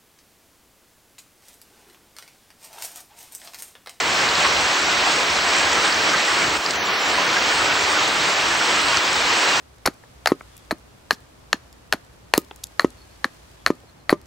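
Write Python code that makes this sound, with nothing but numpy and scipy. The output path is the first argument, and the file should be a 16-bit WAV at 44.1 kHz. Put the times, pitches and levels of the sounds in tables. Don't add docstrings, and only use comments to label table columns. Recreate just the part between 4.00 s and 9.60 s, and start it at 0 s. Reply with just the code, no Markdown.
import sys
import numpy as np
from scipy import signal
from scipy.fft import rfft, irfft
from scipy.io import wavfile
from scipy.ndimage import uniform_filter1d

SR = 44100
rng = np.random.default_rng(int(sys.argv[2]) if len(sys.argv) > 2 else 0)


def output_pcm(signal):
    pcm = np.clip(np.atleast_2d(signal).T, -1, 1) * 32767
    wavfile.write(sys.argv[1], SR, np.round(pcm).astype(np.int16))


N = 246959

# (f/Hz, relative level per Hz/dB)
RAIN_COLOUR = [(25, -22), (45, -19), (65, -8), (122, -13), (189, -9), (225, -14.5), (324, -4.5),
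               (502, -5.5), (1020, -2), (1540, -3), (2200, -5), (2980, -7), (4620, -8.5), (6500, -13.5),
               (8500, -14.5), (9500, 13)]
# (t/s, level loss aimed at/dB, extra treble loss aimed at/dB)
LEVEL_DIPS = [(0.0, 3, 11), (2.57, 4.5, -0.5), (2.712, 4, -1), (2.722, -2.2, 9), (2.762, 1, 28),
              (4.978, 2.5, 0)]
RAIN_TOP_HZ = 8560


def from_db(db):
    return 10 ** (np.asarray(db) / 20)


def rms_one(x):
    return x / np.sqrt(np.mean(x ** 2) + 1e-20)


def at_hz(points, hz):
    points = np.array(points)
    return np.interp(np.log(hz), np.log(points[:, 0]), points[:, 1])


def drift(rate_hz):
    step = 40
    r = np.exp(-2 * np.pi * rate_hz * step / SR)
    noise = rng.standard_normal(N // step + 2002)
    slow = signal.lfilter([1], [1, -2 * r, r * r], noise)[2000:]
    return np.interp(np.arange(N) / step, np.arange(len(slow)), rms_one(slow - slow.mean()))


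def bandpass(x, low_hz, high_hz, order):
    return signal.sosfilt(signal.butter(order, [low_hz, high_hz], "band", fs=SR, output="sos"), x)


def steep(x, hz, kind):
    return signal.sosfilt(signal.ellip(12, .3, 70, hz, kind, fs=SR, output="sos"), x)


def ring(clicks, hz, t60):
    r = from_db(-60 / (t60 * SR))
    w = 2 * np.pi * hz / SR
    return signal.lfilter([0, np.sin(w)], [1, -2 * r * np.cos(w), r * r], clicks + 1e-18)


def hiss():
    # (f/Hz, relative level per Hz/dB)
    hiss_colour = [(7000, -64), (8500, -13), (9800, 4), (11000, 6), (16000, 6.5)]
    broad_db, thin_db = -46, -52
    thin_hz, thin_width_hz = 15630, 230
    white = rng.standard_normal((2, 2, N))
    hz = np.maximum(np.arange(N // 2 + 1) * SR / N, 1)
    broad = irfft(rfft(white[0]) * from_db(at_hz(hiss_colour, hz)), N)
    thin = bandpass(white[1], thin_hz - thin_width_hz / 2, thin_hz + thin_width_hz / 2, 4)
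    both = from_db(broad_db) * rms_one(broad) + from_db(thin_db) * rms_one(thin)
    return both * from_db([[-.4], [.4]])


def plops():
    # (t/s, height of the tone's swell/dB, f/Hz)
    puddle_drops = [(0.445, -18.5, 1078), (0.926, -27, 2030), (1.068, -21, 737), (1.3, -26, 960),
                    (1.6, -22, 1670), (1.66, -21, 1615), (1.668, -23, 1056), (1.724, -24, 1950),
                    (1.765, -23, 1335), (1.845, -25, 1270), (2.135, -22, 1564), (2.141, -23.5, 1960),
                    (2.277, -21, 1936), (2.042, -28, 1125), (2.13, -23, 1260), (2.29, -20.5, 1487),
                    (2.368, -25, 1500), (2.412, -21, 2260), (2.912, -33, 2880), (3.176, -18.5, 1000),
                    (3.265, -21, 1470), (3.363, -19, 1630), (3.608, -20, 1273), (3.698, -20.5, 1505),
                    (3.711, -23.5, 2710), (3.76, -20, 1530), (3.96, -20, 1504), (4.279, -23, 1360),
                    (4.507, -21, 1690), (4.607, -18.5, 1410), (4.769, -23, 1340), (5.412, -22, 996)]
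    swell_s = 0.0073
    out, t = np.zeros(N), np.arange(2048) / SR
    shape = t / swell_s * np.exp(1 - t / swell_s)
    spray = rng.standard_normal((len(puddle_drops), len(t)))
    for (s, peak_db, hz), noise in zip(puddle_drops, spray):
        wet = rms_one(ring(noise, hz, 0.0069))
        at = round(s * SR)
        out[at:at + len(t)] += from_db(peak_db) * shape * (np.sin(2 * np.pi * hz * t) + 0.5 * wet)
    return out


def splashes():
    # (t/s, peak before the final filters/dB, low edge f/Hz, high edge f/Hz, length/s)
    close_drops = [(0.287, -12, 3600, 5000, 0.0049), (0.353, -14, 4170, 5170, 0.0041),
                   (1.564, -15, 6500, 8500, 0.0044), (1.583, -15.5, 6960, 8500, .004),
                   (1.726, -15, 5060, 8700, 0.011), (1.922, -13, 4200, 5400, 0.0082),
                   (1.943, -15, 5700, 6800, 0.0039), (2.563, -23, 8260, 8900, 0.0045),
                   (2.6612, -11, 4300, 5650, .003), (2.7074, -5.5, 3900, 8700, 0.0032),
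                   (2.756, -25, 6450, 8800, 0.0046), (4.076, -16, 6500, 8600, 0.0042),
                   (4.245, -14, 4200, 5400, 0.0037), (4.883, -14, 3780, 5200, 0.004),
                   (4.9707, -6, 4300, 7800, 0.0032), (5.128, -16, 6370, 8400, 0.0052)]
    click_share, chirp_share = 0.7, 1.2
    out, t = np.zeros(N), np.arange(1024) / SR
    spray = rng.standard_normal((len(close_drops), len(t)))
    for (s, peak_db, low_hz, high_hz, length), noise in zip(close_drops, spray):
        shape = t / length * np.exp(-4 * t / length)
        click = t == t[round(length * SR / 4)]
        rise = np.minimum(1.47 * t / length, 1) ** 2
        chirp = np.sin(2 * np.pi * np.cumsum(low_hz + (high_hz - low_hz) * rise) / SR)
        drop = click_share * click + shape * (np.sign(noise) + chirp_share * chirp)
        burst = bandpass(drop, low_hz, high_hz, 2)
        at = round(s * SR)
        out[at:at + len(t)] += from_db(peak_db) * burst / np.abs(burst).max()
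    return out


def patter(bright_db):
    usual_drops_per_s = 900
    sizes = from_db(1.56 * np.minimum(rng.exponential(1, N), 5)) * rng.choice([-1, 1], N)
    landed = rng.random(N) < usual_drops_per_s * from_db(3 * drift(6.0)) / SR
    pitches = np.geomspace(700, 7500, 16)
    dealt = rng.integers(0, 16, N)
    out = 0
    for k, hz in enumerate(pitches):
        colour_db = at_hz(RAIN_COLOUR, hz) + (hz / RAIN_TOP_HZ) ** 0.74 * bright_db
        tones = ring(sizes * landed * (dealt == k), hz, 21.3 / hz)
        out = out + from_db(colour_db) * hz * tones
    return rms_one(out)


def dips(lost_db, recovers_s):
    fall_s = 0.0073
    since = np.maximum(np.arange(N) / SR - np.array(LEVEL_DIPS)[:, :1], 0)
    return lost_db @ ((1 - np.exp(-since / fall_s)) * np.exp(-since / recovers_s))


def wide_band(dip_db, gust_db):
    # (f/Hz, relative level per Hz/dB)
    wide_colour = [(430, -10), (800, -18), (1100, 0), (1500, -2), (2100, 2), (2600, 1.5), (3200, -0.5)]
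    wide_db, top_hz = -6, 3190
    edge_hz, ragged_octaves = 1054, 0.3
    edge_rise_octaves = 0.12
    out, white = 0, rng.standard_normal((2, N))
    edges = 420 * 2 ** np.arange(0, 3.1, 1 / 4)
    wander = drift(5.2)
    for k, (low, high) in enumerate(zip(edges, edges[1:])):
        band = bandpass(white[k % 2], low, high, 4)
        hz = np.sqrt(low * high)
        above = np.log2(hz / edge_hz) - edge_rise_octaves * dip_db
        reach = above / ragged_octaves + 0.3 * wander + drift(8.1)
        opening = 1 / (1 + np.exp(-6 * reach))
        out = out + band * from_db(at_hz(wide_colour, hz) + gust_db) * opening
    return steep(from_db(wide_db) * rms_one(out), top_hz, "low")


def roar(spectrum, bright_db, deep_db, gust_db, flicker_db):
    # (middle t/s, length/s, upper limit f/Hz)
    rumble_breaks = [(0.768, 0.066, 149), (1.262, 0.042, 100), (2.1, .08, 90), (2.623, 0.058, 150),
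                     (3.008, 0.11, 149), (3.23, 0.088, 130), (4.3, .08, 110), (4.657, 0.08, 130),
                     (5.04, .08, 110), (5.426, .1, 130)]
    break_db = 20
    gap_db, gap_hz = 56, 130
    dulled_flicker_share = 0.78
    treble_ceiling_db = 2.5
    fine_from_hz = 4000
    out, white = 0, rng.standard_normal((2, N))
    lull = drift(4.7)
    coarse_edges = np.geomspace(25, fine_from_hz, 22)
    edges = np.r_[coarse_edges, np.geomspace(fine_from_hz, 8800, 11)[1:]]
    middle_s, length_s, top_hz = np.transpose(rumble_breaks)
    from_middle = np.arange(0, N, 64) / SR - middle_s[:, None]
    broken = np.exp(-(2 * from_middle / length_s[:, None]) ** 4)
    for k, (low, high) in enumerate(zip(edges, edges[1:])):
        band = bandpass(white[k % 2], low, high, 3)
        hz = np.sqrt(low * high)
        treble = (hz / RAIN_TOP_HZ) ** 5.3
        bass = 1 / (1 + (hz / 400) ** 2)
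        colour_db = at_hz(spectrum, hz) + bass * deep_db
        if hz < 300:
            gap = np.clip(0.54 * lull + 0.78 * drift(3.1) - hz / gap_hz + 0.1, 0, 1)
            stop = np.repeat(1 / (1 + (hz / top_hz) ** 6) @ broken, 64)[:N]
            colour_db = colour_db - gap_db * gap - break_db * stop
        uneven_db = flicker_db + dulled_flicker_share * min(treble, 1) ** 0.89 * np.abs(bright_db)
        swing_db = np.minimum(treble * bright_db + uneven_db * drift(7.2), treble_ceiling_db)
        out = out + band * from_db(colour_db + gust_db + swing_db)
    return out / np.sqrt(np.median(uniform_filter1d(out ** 2, size=4096)))


def scene():
    # (t/s, level/dB, treble lift near the top/dB, rumble lift/dB)
    shower = [(0.0, -19.5, 9, -0.5), (0.4, -19, -2, -1), (0.9, -19.5, -1, -1.5), (1.6, -19.0, -2.5, -1),
              (2.3, -19.5, -2, 1), (2.55, -21.5, -0.5, 2), (2.85, -19, -3, -0.5), (3.1, -19.5, -5, 1),
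              (3.4, -20, -0.5, 1.5), (3.8, -19.5, -5.5, -1.5), (4.5, -20, -2, -0.5), (4.9, -19, -2.5, -1),
              (5.6, -19, -0.5, -2.5)]
    level_recovers_s, treble_recovers_s = 0.22, 0.27
    treble_flicker_db, rumble_wander_db = 0.5, 0.54
    rumble_dip_share = 0.23
    patter_db = -9.5
    drops_from_hz = 450
    right_lean, lean_hz, lean_octaves = .2, 2200, .42
    t = np.arange(N) / SR
    s, level_db, treble_db, rumble_db = np.transpose(shower)
    _, level_lost_db, treble_lost_db = np.transpose(LEVEL_DIPS)
    dip_db = dips(level_lost_db, level_recovers_s)
    level = from_db(np.interp(t, s, level_db) - dip_db)
    bright_db = np.interp(t, s, treble_db) - dips(treble_lost_db, treble_recovers_s)
    bright_db = bright_db + treble_flicker_db * drift(8.4)
    deep_db = np.interp(t, s, rumble_db) + (1 - rumble_dip_share) * dip_db
    deep_db = deep_db + rumble_wander_db * drift(3.4)
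    gust_db = 0.54 * drift(4.1) + 0.37 * drift(9.4)
    drops = level * from_db(patter_db) * patter(bright_db) + splashes() + plops()
    near = steep(drops, drops_from_hz, "high")
    far = roar(RAIN_COLOUR, bright_db, deep_db, gust_db, flicker_db=0.7)
    wide = wide_band(dip_db, gust_db)
    centre = steep(level * far + near, RAIN_TOP_HZ, "low")
    octaves = np.log2(np.maximum(np.arange(N // 2 + 1) * SR / N, 1) / lean_hz)
    upper_mids = irfft(rfft(centre) * np.exp(-(octaves / lean_octaves) ** 4), N)
    side = level * wide - right_lean * upper_mids
    return centre + side * [[1], [-1]] + hiss()


def record(dry):
    thin = signal.sosfilt(signal.butter(2, 36, "high", fs=SR, output="sos"), dry)
    return steep(thin, 15780, "low")


dry = scene()
out = record(dry)
output_pcm(out)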